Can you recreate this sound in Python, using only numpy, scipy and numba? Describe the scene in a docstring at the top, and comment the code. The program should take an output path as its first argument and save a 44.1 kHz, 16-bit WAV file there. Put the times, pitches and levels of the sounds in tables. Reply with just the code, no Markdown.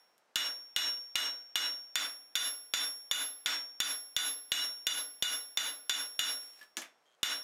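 """Smith forging at an anvil

A hand hammer strikes a glowing bar in a small workshop, over steady air. Each blow sums dying sines for anvil,
hammer head and stand with a clatter of decaying noise bands. Near the end the bar slides and is set down:
gritty noise, dull clacks, cracking scale, a clink and a creak of the tongs, then one more blow.
The recorder overloads on each blow, ducks, then recovers, so the hammer's ring swells up out of the clang."""
import sys
import numpy as np
from scipy import signal
from scipy.io import wavfile
from scipy.ndimage import uniform_filter1d
from numba import njit

SR = 44100
rng = np.random.default_rng(int(sys.argv[2]) if len(sys.argv) > 2 else 0)


def to_wav(sig):
    """Store sig (one row per channel, or 1-D mono) as 16-bit WAV at the path in sys.argv[1].

    Samples outside -1..1 are clipped; the rate is SR.
    """
    pcm = np.clip(np.atleast_2d(sig), -1, 1) * 32767
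    pcm = np.round(pcm).astype(np.int16)
    wavfile.write(sys.argv[1], SR, pcm.T)  # frames by channels


N = 327663

AGE = np.arange(SR) / SR   # seconds since a contact, over one second
EDGES_HZ = np.geomspace(70, 16500, 25)
CENTRES_HZ = np.sqrt(EDGES_HZ[1:] * EDGES_HZ[:-1])
BANK = [signal.butter(2, band, "band", fs=SR, output="sos") for band in zip(EDGES_HZ, EDGES_HZ[1:])]

# modes of the hammer head: pitch_hz
HAMMER_HZ = [5523.4, 11119.3, 15014, 15439]
# the same modes: base_level_db, t60_s, family, level_change_on_bar_db (fades out as the head bounces clear)
HAMMER_MODES = [(-28, 0.68, "bending", -4.5), (-25, 0.54, "length", -9.5), (-42, 0.66, "poll", -8),
                (-43.5, .6, "poll", -5)]
# colour of scale and iron in contact: frequency_hz, relative_level_db_per_hz
GRIT_SPECTRUM = [(200, -10), (600, 10), (2000, 11), (3500, 11), (5000, 6.5), (8000, 4.5), (12000, 3),
                 (15500, -12)]


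def from_db(db):
    """Decibels to gain."""
    return 10 ** (np.asarray(db) / 20)


def rms_one(x):
    """Scale to rms 1."""
    return x / np.sqrt(np.mean(x ** 2) + 1e-20)


def dying(t60):
    """Envelope that falls 60 dB in t60 seconds."""
    return np.exp(-np.log(1000) * AGE / t60)


def at_hz(points, hz):
    """Read a table on a log-frequency axis."""
    table_hz, values = np.array(points).T
    return np.interp(np.log(hz), np.log(table_hz), values)


def add(out, start_s, sound):
    """Mix a sound in from start_s on; one that starts before zero leaves only its tail."""
    at = round(start_s * SR)
    part = sound[max(-at, 0):N - at]
    out[max(at, 0):max(at, 0) + len(part)] += part


def noise_bands(spectrum, size):
    """Third-octave bands of noise that sum to the spectrum, rms 1; neighbours use separate noises."""
    white = rng.standard_normal((2, size))
    gains = from_db(at_hz(spectrum, CENTRES_HZ))
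    bands = np.array([gain * signal.sosfilt(sos, white[k % 2])
                      for k, (sos, gain) in enumerate(zip(BANK, gains))])
    return bands / bands.sum(0).std()


def resonance(x, hz, width_hz):
    """Two-pole band-pass with gain 1 at its centre."""
    r = np.exp(-np.pi * width_hz / SR)
    feedforward = np.array([1, 0, -1]) * (1 - r * r) / 2
    feedback = [1, -2 * r * np.cos(2 * np.pi * hz / SR), r * r]
    return signal.lfilter(feedforward, feedback, x + 1e-18)


def mode(hz, t60, waver, late_db=-120, late_t60=0.84, waver_hz=70, build_s=0.16):
    """A dying sine; reflections building up from the walls make it waver in level and phase, and linger faintly."""
    knots = rng.standard_normal((2, 200))
    in_phase, across = [np.interp(AGE * waver_hz, np.arange(len(k)), k) for k in knots]
    turn = 2 * np.pi * hz * AGE
    direct = dying(t60) * np.sin(turn)
    # build_s is the time in which the part still missing from the reflections falls 60 dB
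    reflected_level = (waver * dying(t60) + from_db(late_db) * dying(late_t60)) * (1 - dying(build_s))
    reflected = reflected_level * (in_phase * np.sin(turn) + across * np.cos(turn))
    return rng.choice([-1, 1]) * (direct + reflected)


def shop_decay(crack_db, crack_t60, late_db, late_t60):
    """Envelope per band: the direct crack, the near walls, then a faint late tail from the far end."""
    # decay from the near walls: frequency_hz, t60_s
    near_t60 = [(100, 0.17), (300, 0.76), (700, 0.44), (1600, 0.29), (3500, 0.25), (7000, 0.25),
                (15000, 0.22)]
    crack = from_db(crack_db) * dying(crack_t60)
    near = np.array([dying(t60) for t60 in at_hz(near_t60, CENTRES_HZ)])
    far = from_db(late_db) * dying(late_t60) / (1 + (CENTRES_HZ[:, None] / 3000) ** 2)
    return np.sqrt(crack ** 2 + near ** 2 + far ** 2)


def clack(hz, width_hz, ring_db, damped_t60):
    """A dead contact: a burst of grit through the shop's decay, coloured by one broad ring."""
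    decay = shop_decay(crack_db=14.0, crack_t60=0.0091, late_db=-14.5, late_t60=0.71)
    burst = (noise_bands(GRIT_SPECTRUM, SR) * decay).sum(0) * dying(damped_t60)
    return burst + from_db(ring_db) * resonance(burst, hz, width_hz)


def shop_air(level_db=-73):
    """Steady air of the shop, as shaped noise."""
    # colour of the air: frequency_hz, relative_level_db_per_hz
    spectrum = [(30, -29), (100, -14), (250, -3), (700, 6), (1500, 0.5), (3000, -8), (6000, -12.5),
                (11500, -19.5), (14000, -27.5)]
    return from_db(level_db) * noise_bands(spectrum, N).sum(0)


def dragging(grain_db=4):
    """Flakes of scale crunch under the sliding bar: gritty noise with quick random steps in level."""
    # the bar dragged over the anvil's scale: time_s, level_db
    drag = [(6.36, -86), (6.43, -62), (6.47, -62), (6.53, -69.5), (6.62, -62), (6.68, -77), (6.72, -95)]
    steps_db = grain_db * np.repeat(rng.standard_normal(N // 64 + 1), 64)[:N]
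    grains = uniform_filter1d(from_db(steps_db), size=16)   # soften the steps
    crunch = rms_one(noise_bands(GRIT_SPECTRUM, N).sum(0) * grains)
    level_db = np.interp(np.arange(N) / SR, *np.transpose(drag), left=-200, right=-200)
    return from_db(level_db) * crunch


def creak(ring_db=-69, ring_t60=0.041, tick_db=-58):
    """The tongs creak as they grip: the jaws stick and slip in a quick uneven run of ticks."""
    # the grip: start_s, end_s, mean_slips_per_s, pitch_hz
    grip = (7.058, 7.15, 135, 3200)
    start, end, per_s, hz = grip
    slips = start + (np.cumsum(rng.uniform(.8, 1.2, size=40)) - 1) / per_s
    out = np.zeros(N)
    for s in slips[slips < end]:
        rub = dying(.005) * rng.standard_normal(SR)
        tick = resonance(rub, hz=6380, width_hz=400) + resonance(rub, hz=hz, width_hz=1500)
        ring = mode(hz, ring_t60, waver=.3)
        add(out, s, from_db(ring_db) * ring + from_db(tick_db) * tick)
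    return out


def clink():
    """The tongs touch the anvil's edge once: one short clear dying note."""
    # the touch: start_s, pitch_hz, level_db, t60_s
    touch = (6.612, 1726, -48, 0.14)
    s, hz, db, t60 = touch
    out = np.zeros(N)
    add(out, s, from_db(db) * mode(hz, t60, waver=0.88))
    return out


def scale_flakes():
    """Flakes of scale crack with a high tick, a clack with a broad bright ring."""
    # cracks: start_s, level_db
    flakes = [(.18, -80), (6.628, -70), (6.817, -62), (6.832, -76)]
    out = np.zeros(N)
    for s, db in flakes:
        add(out, s, from_db(db) * clack(hz=10500, width_hz=7300, ring_db=10.5, damped_t60=0.15))
    return out


def bar_landings(thud_db=-8.5):
    """Soft hot iron lands with a dead clack and thuds into the stand, whose low modes die quickly."""
    # the bar set down on the anvil: start_s, level_db, ring_hz
    landings = [(6.613, -64.5, 1470), (6.769, -39.5, 6300), (6.819, -52, 1930)]
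    # dull knock of the bar landing flat: pitch_hz, level_within_thud_db, t60_s
    thud_modes = [(197, -12, 0.17), (225, -8.5, 0.13), (268, -4, 0.24), (341, -2, 0.26), (1710, 4, 0.2),
                  (3500, -8, 0.34)]
    out = np.zeros(N)
    for s, db, ring_hz in landings:
        contact = clack(ring_hz, width_hz=1060, ring_db=9.5, damped_t60=0.94)
        thud = sum(from_db(thud_db + mode_db) * mode(mode_hz, t60, waver=0.61)
                   for mode_hz, mode_db, t60 in thud_modes)
        add(out, s, from_db(db) * (contact + thud))
    return out


def hammer_nudge():
    """The hammer nudges the bar into place and its lowest listed mode sings faintly."""
    # the nudge: start_s, level_db
    nudge = (6.769, -61)
    s, db = nudge
    t60 = HAMMER_MODES[0][1]
    out = np.zeros(N)
    add(out, s, from_db(db) * mode(HAMMER_HZ[0], t60, waver=.03))
    return out


def hammering(clatter_db=-17, alike=0.4, rebound_s=0.14):
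    """Every blow rings anvil, hammer and stand; the clatter is partly the same each time, as the room is."""
    # blows of much the same force: start_s, reach (-1 over the waist to 1 out on the overhang),
    # squareness (-1 glancing to 1 flat), level_change_of_hammer_bending_db
    blows = [(-0.4, 0.23, -0.26, -1), (0.3575, 0.12, -0.65, 5), (0.7627, 0.38, -0.52, 9),
             (1.1554, 0.37, -1.07, 5.5), (1.5561, 0.29, -0.6, 7), (1.9556, -0.75, -0.45, -1),
             (2.3542, 0.075, 0.44, 1), (2.7371, -0.4, 0.091, 5), (3.1123, 0.083, .43, -6.5),
             (3.4599, -0.84, -0.98, 3.5), (3.8022, -0.32, 0.26, .5), (4.1648, 0.14, 0.5, -3),
             (4.5184, 0.54, -0.042, 7), (4.8681, 0.13, 0.4, -2), (5.2242, 0.29, 0.34, 0),
             (5.573, -0.046, 0.076, -6.5), (5.8954, -0.14, 0.053, 1), (6.1921, 0.23, 0.2, 4.5),
             (7.2306, 0.046, -0.39, 1.5)]
    # anvil modes: pitch_hz, base_level_db, t60_s, family
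    anvil_modes = [(1458, -39, 0.45, "heel"), (1473, -27.5, 0.24, "face"), (2880, -17, 0.22, "horn"),
                   (3461, -19.5, 0.22, "face"), (3541, -13, 0.19, "face"), (3565, -20.5, 0.26, "edge"),
                   (3648, -25, 0.12, "edge"), (3916, -20.5, 0.27, "heel"), (4707, -28.5, 0.23, "face"),
                   (5659, -21, .23, "edge"), (6364, -27, 0.25, "heel"), (6575, -27, 0.23, "edge"),
                   (6963, -22.5, 0.19, "face"), (7033, -22.5, 0.18, "edge"), (7140, -33, 0.24, "edge"),
                   (7620, -36.5, 0.22, "face"), (8590, -36, 0.2, "horn"), (8970, -35, 0.22, "face"),
                   (9600, -39.5, 0.23, "edge"), (10600, -45.5, 0.21, "heel"), (11610, -30.5, 0.2, "edge"),
                   (11480, -37, 0.25, "horn"), (12425, -42, 0.24, "edge"), (12929, -43, 0.2, "face"),
                   (13640, -41, 0.22, "edge"), (14400, -45, 0.24, "face"), (14200, -47.5, .3, "heel")]
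    # low resonances of the anvil stand: pitch_hz, base_level_db, t60_s
    stand_modes = [(278.3, -43.5, 0.4), (336, -49.5, 0.38), (480.6, -52.5, 0.58)]
    # knock of hammer, bar and loose anvil fittings: frequency_hz, relative_level_db_per_hz
    clatter_spectrum = [(100, -27), (200, -27.5), (280, -22.5), (400, -25), (550, -9), (900, -6.5),
                        (1600, 7), (2500, 4), (3400, 5.5), (4800, -4.5), (7000, -4.5), (8500, -10.5),
                        (12000, -8), (15500, -26)]
    # how a blow wakes each family of modes: level_change_db, db_per_unit_reach, db_per_unit_squareness
    waking = {"horn": (-0.4, 15, 0), "heel": (-2.6, 9.9, 1), "face": (0, .8, 4.9), "edge": (-0.99, 2, 7.6),
              "length": (-0.46, -2.3, 14.3), "poll": (2.2, 0, 8.8)}

    out = np.zeros(N)
    decay = shop_decay(crack_db=-1.5, crack_t60=0.022, late_db=-31.5, late_t60=1.0)
    usual = (noise_bands(clatter_spectrum, SR) * decay).sum(0)
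    on_bar = np.clip(1 - AGE / rebound_s, 0, 1)   # 1 at contact, 0 once the hammer is clear
    for s, reach, squareness, bending_db in blows:
        woken_db = {family: db + per_reach * reach + per_square * squareness
                    for family, (db, per_reach, per_square) in waking.items()}
        woken_db["bending"] = bending_db
        knock_db = -1.5 + 2 * reach   # the anvil rocks more on its stand when struck far out

        own = (noise_bands(clatter_spectrum, SR) * decay).sum(0)
        clatter = np.sqrt(alike) * usual + np.sqrt(1 - alike) * own
        stand = sum(from_db(db + knock_db) * mode(hz, t60, waver=0.55) for hz, db, t60 in stand_modes)
        anvil = sum(from_db(db + woken_db[family])
                    * mode(hz, t60, waver=0.7, late_db=-43, late_t60=0.74, waver_hz=85.2)
                    for hz, db, t60, family in anvil_modes)
        hammer = sum(from_db(db + woken_db[family] + shaded_db * on_bar) * mode(hz, t60, waver=0.07)
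                     for hz, (db, t60, family, shaded_db) in zip(HAMMER_HZ, HAMMER_MODES))
        add(out, s, from_db(clatter_db + knock_db) * clatter + stand + anvil + hammer)
    return out


def scene():
    """Everything at the anvil, over the steady air of the shop."""
    bar_handling = dragging() + bar_landings() + scale_flakes() + hammer_nudge()
    tongs = creak() + clink()
    return (shop_air() + bar_handling + tongs + hammering())[None]


@njit
def follow(excess, attack, release):
    """Gain reduction in dB: closes in on the excess level, lets go by a fixed step per sample."""
    out, held = np.zeros(len(excess)), 0.
    for i in range(len(excess)):
        if excess[i] > held:
            held += attack * (excess[i] - held)
        else:
            held = max(held - release, 0.)
        out[i] = held
    return out


def gain_control(x, limit_db=-32.0, sense_s=0.00032, attack_s=0.0028, release_db_per_s=230):
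    """Loud sound is pulled toward the limit within milliseconds, and the gain climbs back as it fades."""
    r = np.exp(-1 / (sense_s * SR))
    power = signal.lfilter([1 - r], [1, -r], x * x)
    level_db = 10 * np.log10(power + 1e-14)
    reduction_db = follow(level_db - limit_db, 1 / (attack_s * SR), release_db_per_s / SR)
    return x * from_db(-reduction_db)


def record(dry, top=0.089):
    """Gain control; the first milliseconds overload before it acts; bass and top are cut."""
    x = gain_control(dry[0])
    x = x / (1 + (x / top) ** 6) ** (1 / 6)   # rounds peaks off toward +-top
    x = signal.sosfilt(signal.butter(1, 70, "high", fs=SR, output="sos"), x)
    # steep low-pass: 60 dB down from 16700 Hz
    return signal.sosfilt(signal.cheby2(16, 60, 16700, fs=SR, output="sos"), x)[None]


dry = scene()
out = record(dry)
to_wav(out)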